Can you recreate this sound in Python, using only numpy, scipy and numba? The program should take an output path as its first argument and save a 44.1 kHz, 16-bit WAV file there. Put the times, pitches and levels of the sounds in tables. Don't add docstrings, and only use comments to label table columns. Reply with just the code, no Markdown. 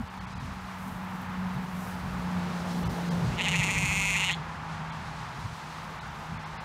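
import sys
import numpy as np
from scipy import signal
from scipy.fft import rfft, irfft
from scipy.io import wavfile
from numba import njit

SR = 44100
rng = np.random.default_rng(int(sys.argv[2]) if len(sys.argv) > 2 else 0)


def transcribe(u):
    v = np.clip(np.atleast_2d(u).T, -1, 1)
    q = np.round(v * 32767).astype(np.int16)
    wavfile.write(sys.argv[1], SR, q)


def gain_from_db(level_db):
    decades = np.asarray(level_db, float) / 20
    return 10 ** decades


N = 293204


def rms_one(x):
    return x / np.sqrt(np.mean(x ** 2) + 1e-20)


def in_time(rows):
    s, *columns = np.transpose(rows)
    return [np.interp(np.arange(N) / SR, s, column) for column in columns]


def drift(rate):
    r = np.exp(-80 * np.pi * rate / SR)
    noise = rng.standard_normal(N // 40 + 2002)
    slow = signal.lfilter([1], [1, -2 * r, r * r], noise)[2000:]
    return np.interp(np.arange(N) / 40, np.arange(len(slow)), rms_one(slow))


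def coloured(points):
    hz, db = np.transpose(points)
    bins_hz = np.maximum(np.arange(N // 2 + 1) * SR / N, 1)
    shape = gain_from_db(np.interp(np.log(bins_hz), np.log(hz), db, left=-90, right=-90))
    return rms_one(irfft(rfft(rng.standard_normal(N)) * shape, N))


def swells(rows, floor_db):
    t = np.arange(N) / SR
    power = gain_from_db(2 * floor_db)
    for middle_s, db, half_s in rows:
        power = power + gain_from_db(2 * db) * np.exp(-2 * ((t - middle_s) / half_s) ** 2)
    return np.sqrt(power)


@njit
def moving_resonance(x, turn, r):
    y = np.zeros(len(x))
    for i in range(2, len(x)):
        y[i] = (1 - r * r) / 2 * (x[i] - x[i - 2]) + 2 * r * np.cos(turn[i]) * y[i - 1] - r * r * y[i - 2]
    return y


def sheep():
    # t/s, effort level/dB, brightness/dB, resting pitch f/Hz, main throat resonance f/Hz
    bleat = [(3.33, -26, -20, 182.4, 2720), (3.385, -23.5, -14, 170.5, 2970),
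             (3.44, -21.5, -10, 173.7, 3044), (3.58, -23.5, -5, 185.5, 2754),
             (3.81, -27, -1.5, 194.5, 2608), (4.12, -24, -3, 193.9, 2630), (4.25, -21.5, -7, 184.6, 2900),
             (4.305, -20, -11, 176.2, 3025), (4.335, -23.5, -10, 171.4, 3400)]
    # t/s, pitch lift/share
    quaver = [(3.33, .05), (3.402, .2), (3.473, .2), (3.545, .19), (3.623, .17), (3.694, .14), (3.771, .14),
              (3.843, .08), (3.916, .06), (3.982, .05), (4.042, .05), (4.092, .06), (4.155, .14),
              (4.233, .1), (4.301, .2), (4.37, .05)]
    # f/Hz, width/Hz, level/dB, polarity/signed gain
    mouth = [(4450, 470, -16.5, 1), (5700, 5500, -17, 0.93), (7010, 1100, -8.5, -1.3),
             (8120, 230, -8.5, 0.77), (9700, 1320, -15, -0.77), (13400, 3600, -30, -1.1)]
    t = np.arange(N) / SR
    effort_db, bright_db, rest_hz, main_hz = in_time(bleat)

    push_s, lifts = np.transpose(quaver)
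    turn = 2 * np.pi * np.interp(t, push_s, np.arange(len(push_s)))
    lift = np.interp(t, push_s, lifts)
    push = lift * np.exp(2.2 * (np.cos(turn) - 1))
    snap = lift * np.exp(3 * (np.cos(turn - 1.2) - 1))
    slump = lift * np.exp(3 * (np.cos(turn - 2.5) - 1))
    since_snap = (turn - .7) / (2 * np.pi) % 1
    glow = lift * (.3 - 1.3 * since_snap ** 2.5)

    cycles = np.cumsum(rest_hz * (1 + push + .009 * drift(60))) / SR
    closing = np.diff(np.floor(cycles), prepend=0)
    pulses = -closing * gain_from_db(1.0 * rng.standard_normal(N))
    air = gain_from_db(-28) * rng.standard_normal(N) * np.exp(-3.0 * (cycles % 1))

    onset_s, end_s, attack_db_per_s, release_db_per_s = 3.388, 4.335, 700, 700
    edge_db = np.minimum(attack_db_per_s * (t - onset_s), release_db_per_s * (end_s - t))
    edge_db = np.clip(edge_db, -200, 0)
    catch = gain_from_db(-12.5) * np.exp(-((t - 3.33) / .018) ** 2)
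    effort = (gain_from_db(edge_db) + catch) * gain_from_db(effort_db + 32 + 16 * snap - 28 * slump)
    low = (pulses + .36 * air) * effort + 1e-18
    high = (pulses + air) * effort + 1e-18

    def through(x, hz, width, sag):
        return moving_resonance(x, 2 * np.pi * hz * (1 - sag * push) / SR, np.exp(-np.pi * width / SR))

    voice = gain_from_db(-9 + 20 * push) * through(low, 940, 90, sag=.5)
    second = through(low, 2140, 190, sag=.65)
    voice += gain_from_db(17) * through(second, main_hz, 190, sag=.75)
    voice -= gain_from_db(-15.5) * through(high, main_hz + 700, 450, sag=.4)
    for hz, width, db, polarity in mouth:
        follow = min(hz / 7000, 1.5)
        gain = polarity * gain_from_db(db + follow * (bright_db + 40 * glow))
        once = through(high, hz, width, sag=.12)
        voice += gain * through(once, hz, width, sag=.12)
    echo = gain_from_db(-18) * np.roll(voice, round(.031 * SR))
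    return voice + echo


def engine():
    # t/s, f/Hz, level/dB
    firing = [(0.05, 188.6, -52), (0.23, 186.9, -46), (0.7, 186.7, -45), (1.38, 184.7, -35),
              (2.08, 181.8, -39.5), (2.35, 179.2, -33), (2.6, 176, -37.5), (2.78, 176.7, -33.5),
              (3.0, 173.8, -34.5), (3.24, 172, -30.5), (3.32, 171.3, -38.5), (3.55, 166.7, -32.5),
              (3.68, 164.4, -41), (3.82, 163.3, -35.5), (4.55, 159, -44), (4.75, 159.6, -41),
              (5.4, 157.8, -47), (6.5, 157.5, -48.5)]
    # multiple of the firing note, width/Hz, level/dB
    orders = [
        (0.502, 8.8, -13.5),
        (0.874, 6.8, -12),
        (1.35, 4, -14.5),
        (2.0, 36, -55.5),
    ]
    hz, db = in_time(firing)
    turn = 2 * np.pi * hz / SR
    phase = np.cumsum(turn) + 0.39 * drift(19.5)
    note = np.sqrt(2) * np.sin(phase) * gain_from_db(1.7 * drift(9.8))
    for multiple, width, order_db in orders:
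        r = np.exp(-np.pi * width / SR)
        rough = moving_resonance(rng.standard_normal(N), multiple * turn, r)
        note += gain_from_db(order_db) * rms_one(rough)
    return gain_from_db(db) * note


def traffic():
    # closest at t/s, time to drive its closest distance/s, hiss level/dB, exhaust level/dB
    passes = [
        (.5, 0.26, -55.5, -65),
        (3.0, 0.68, -48.5, -40.5),
        (5.6, 1, -54, -57),
        (6.9, 0.6, -57.5, -55),
    ]
    t = np.arange(N) / SR
    closest_s, reach_s, *levels_db = np.transpose(passes)
    near = (1 + ((t[:, None] - closest_s) / reach_s) ** 2) ** -1.455
    return [np.sqrt(near @ gain_from_db(2 * db)) for db in levels_db]


def exhaust_drone(passing):
    # f/Hz, level/dB per Hz
    colour = [(180, 7.5), (260, 0), (400, 1), (600, 1), (900, -1.5)]
    gain = np.hypot(passing, gain_from_db(-57))
    return gain * gain_from_db(0.59 * drift(3.57)) * coloured(colour)


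def tyre_roar():
    # t/s, level/dB
    roar = [(0, -45), (.8, -43), (1.4, -40), (1.8, -42.5), (2.4, -40.5), (3.5, -41), (4.8, -39.5),
            (5.6, -42.5), (6.3, -41.5), (6.65, -42)]
    # f/Hz, level/dB per Hz
    colour = [(400, -35.5), (600, -9.5), (850, 4.5), (1200, 2), (1700, -3.5), (2400, -9), (4000, -19),
              (8000, -34)]
    db, = in_time(roar)
    return gain_from_db(db + 0.56 * drift(4.7)) * coloured(colour)


def field_hiss(passing):
    # f/Hz, level/dB per Hz
    colour = [(1200, 4.5), (2200, 1.5), (4000, 4.5), (6500, -1.5), (10000, -10.5), (16000, -36)]
    return passing * gain_from_db(1.4 * drift(7.5)) * coloured(colour)


def wind_rumble():
    # middle t/s, peak level/dB, half length/s
    puffs = [(0, -36, 0.063), (.45, -42, 0.19), (.9, -41, 0.086), (1.55, -45.5, 0.37), (2.15, -40.5, 0.14),
             (2.87, -37, 0.07), (3.3, -32, 0.11), (3.85, -36, 0.3), (5.2, -44, 0.19), (5.46, -44, 0.1),
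             (5.85, -45, .08), (6.09, -44.5, 0.055), (6.33, -42.5, 0.044), (6.52, -49, 0.028)]
    # f/Hz, level/dB per Hz
    colour = [(20, -65), (32, -19), (50, -1), (80, -1), (130, -1), (200, -5), (280, -15), (400, -48)]
    return swells(puffs, floor_db=-46.5) * gain_from_db(2.0 * drift(3.1)) * coloured(colour)


def wind_bumps():
    # t/s, peak level/dB, f/Hz, length/s
    bumps = [
        (.008, -27, 230, .02),
        (1.57, -30, 140, .04),
        (3.26, -25, 120, .04),
        (3.6, -20, 140, .022),
        (5.455, -28, 110, .02),
    ]
    t = np.arange(N) / SR
    total = np.zeros(N)
    for s, db, hz, length in bumps:
        total += gain_from_db(db) * np.exp(-((t - s) / length * 2) ** 2) * np.cos(2 * np.pi * hz * (t - s))
    return total


def leaves():
    # middle t/s, peak level/dB, half length/s
    gusts = [(.1, -67, 0.15), (.6, -66, 0.23), (.88, -57, .13), (1.15, -63, 0.2), (1.6, -63, 0.27),
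             (1.86, -55, 0.14), (2.2, -63, 0.53), (2.85, -57.5, 0.34), (3.2, -64, 0.24), (5.7, -68, 0.54),
             (6.2, -67, 0.097),
             (3.95, -56, .28),
        (3.45, -64, .2),
    ]
    # f/Hz, level/dB per Hz
    colour = [(2500, -56), (5000, 2.5), (9000, 3), (13000, 2.5), (17000, -1.5)]
    return swells(gusts, floor_db=-72) * gain_from_db(1.2 * drift(24.0)) * coloured(colour)


def stalks():
    # t/s, peak level/dB
    ticks = [
        (1.05, -45),
        (1.11, -44),
        (1.161, -42),
        (1.217, -36),
    ]
    t = np.arange(N) / SR
    shape = np.zeros(N)
    for s, db in ticks:
        shape += gain_from_db(db) * (t > s) * np.exp(-np.maximum(t - s, 0) / .002)
    treble = signal.butter(2, 11000, "high", fs=SR, output="sos")
    return signal.sosfilt(treble, shape * rng.standard_normal(N)) / 2


def scene():
    hiss, exhaust = traffic()
    road = engine() + exhaust_drone(exhaust) + tyre_roar() + field_hiss(hiss)
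    wind = wind_rumble() + wind_bumps() + leaves() + stalks()
    return (sheep() + road + wind)[None]


def strongest_tones(stretch, count):
    spectrum = rfft(stretch)
    hz = np.arange(len(spectrum)) * SR / len(stretch)
    height = np.abs(spectrum) * np.clip(hz / 1000, 1, 5) ** .6 * (hz < 6800)
    kept = height >= np.sort(height)[-count]
    return irfft(spectrum * kept * np.clip(hz / 1500, 1, 2), len(stretch))


def low_pass(x):
    return signal.sosfilt(signal.butter(12, 16330, fs=SR, output="sos"), x)


def record(dry):
    # middle t/s, flat length/s, tones kept
    dropouts = [(.092, .0, 40), (.199, .0, 40), (.262, .0, 40), (.347, .0, 40), (.39, .0, 40),
                (2.845, .0, 50), (2.886, .0, 30), (3.1, .0, 25), (4.339, .0, 45), (4.913, .0, 40),
                (6.001, .0, 45), (6.385, .0, 50), (6.449, .0, 50), (6.588, .018, 80)]
    x = dry[0].copy()
    fade = np.hanning(1024)
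    for s, length, count in dropouts:
        weight = np.r_[fade[:512], np.ones(round(length * SR)), fade[512:]]
        start = round(s * SR) - len(weight) // 2
        part = slice(start, start + len(weight))
        x[part] += weight * (strongest_tones(x[part], count) - x[part])
    x = signal.sosfilt(signal.cheby2(16, 50, 16050, fs=SR, output="sos"), x)
    return low_pass(x[None])


dry = scene()
out = record(dry)
transcribe(out)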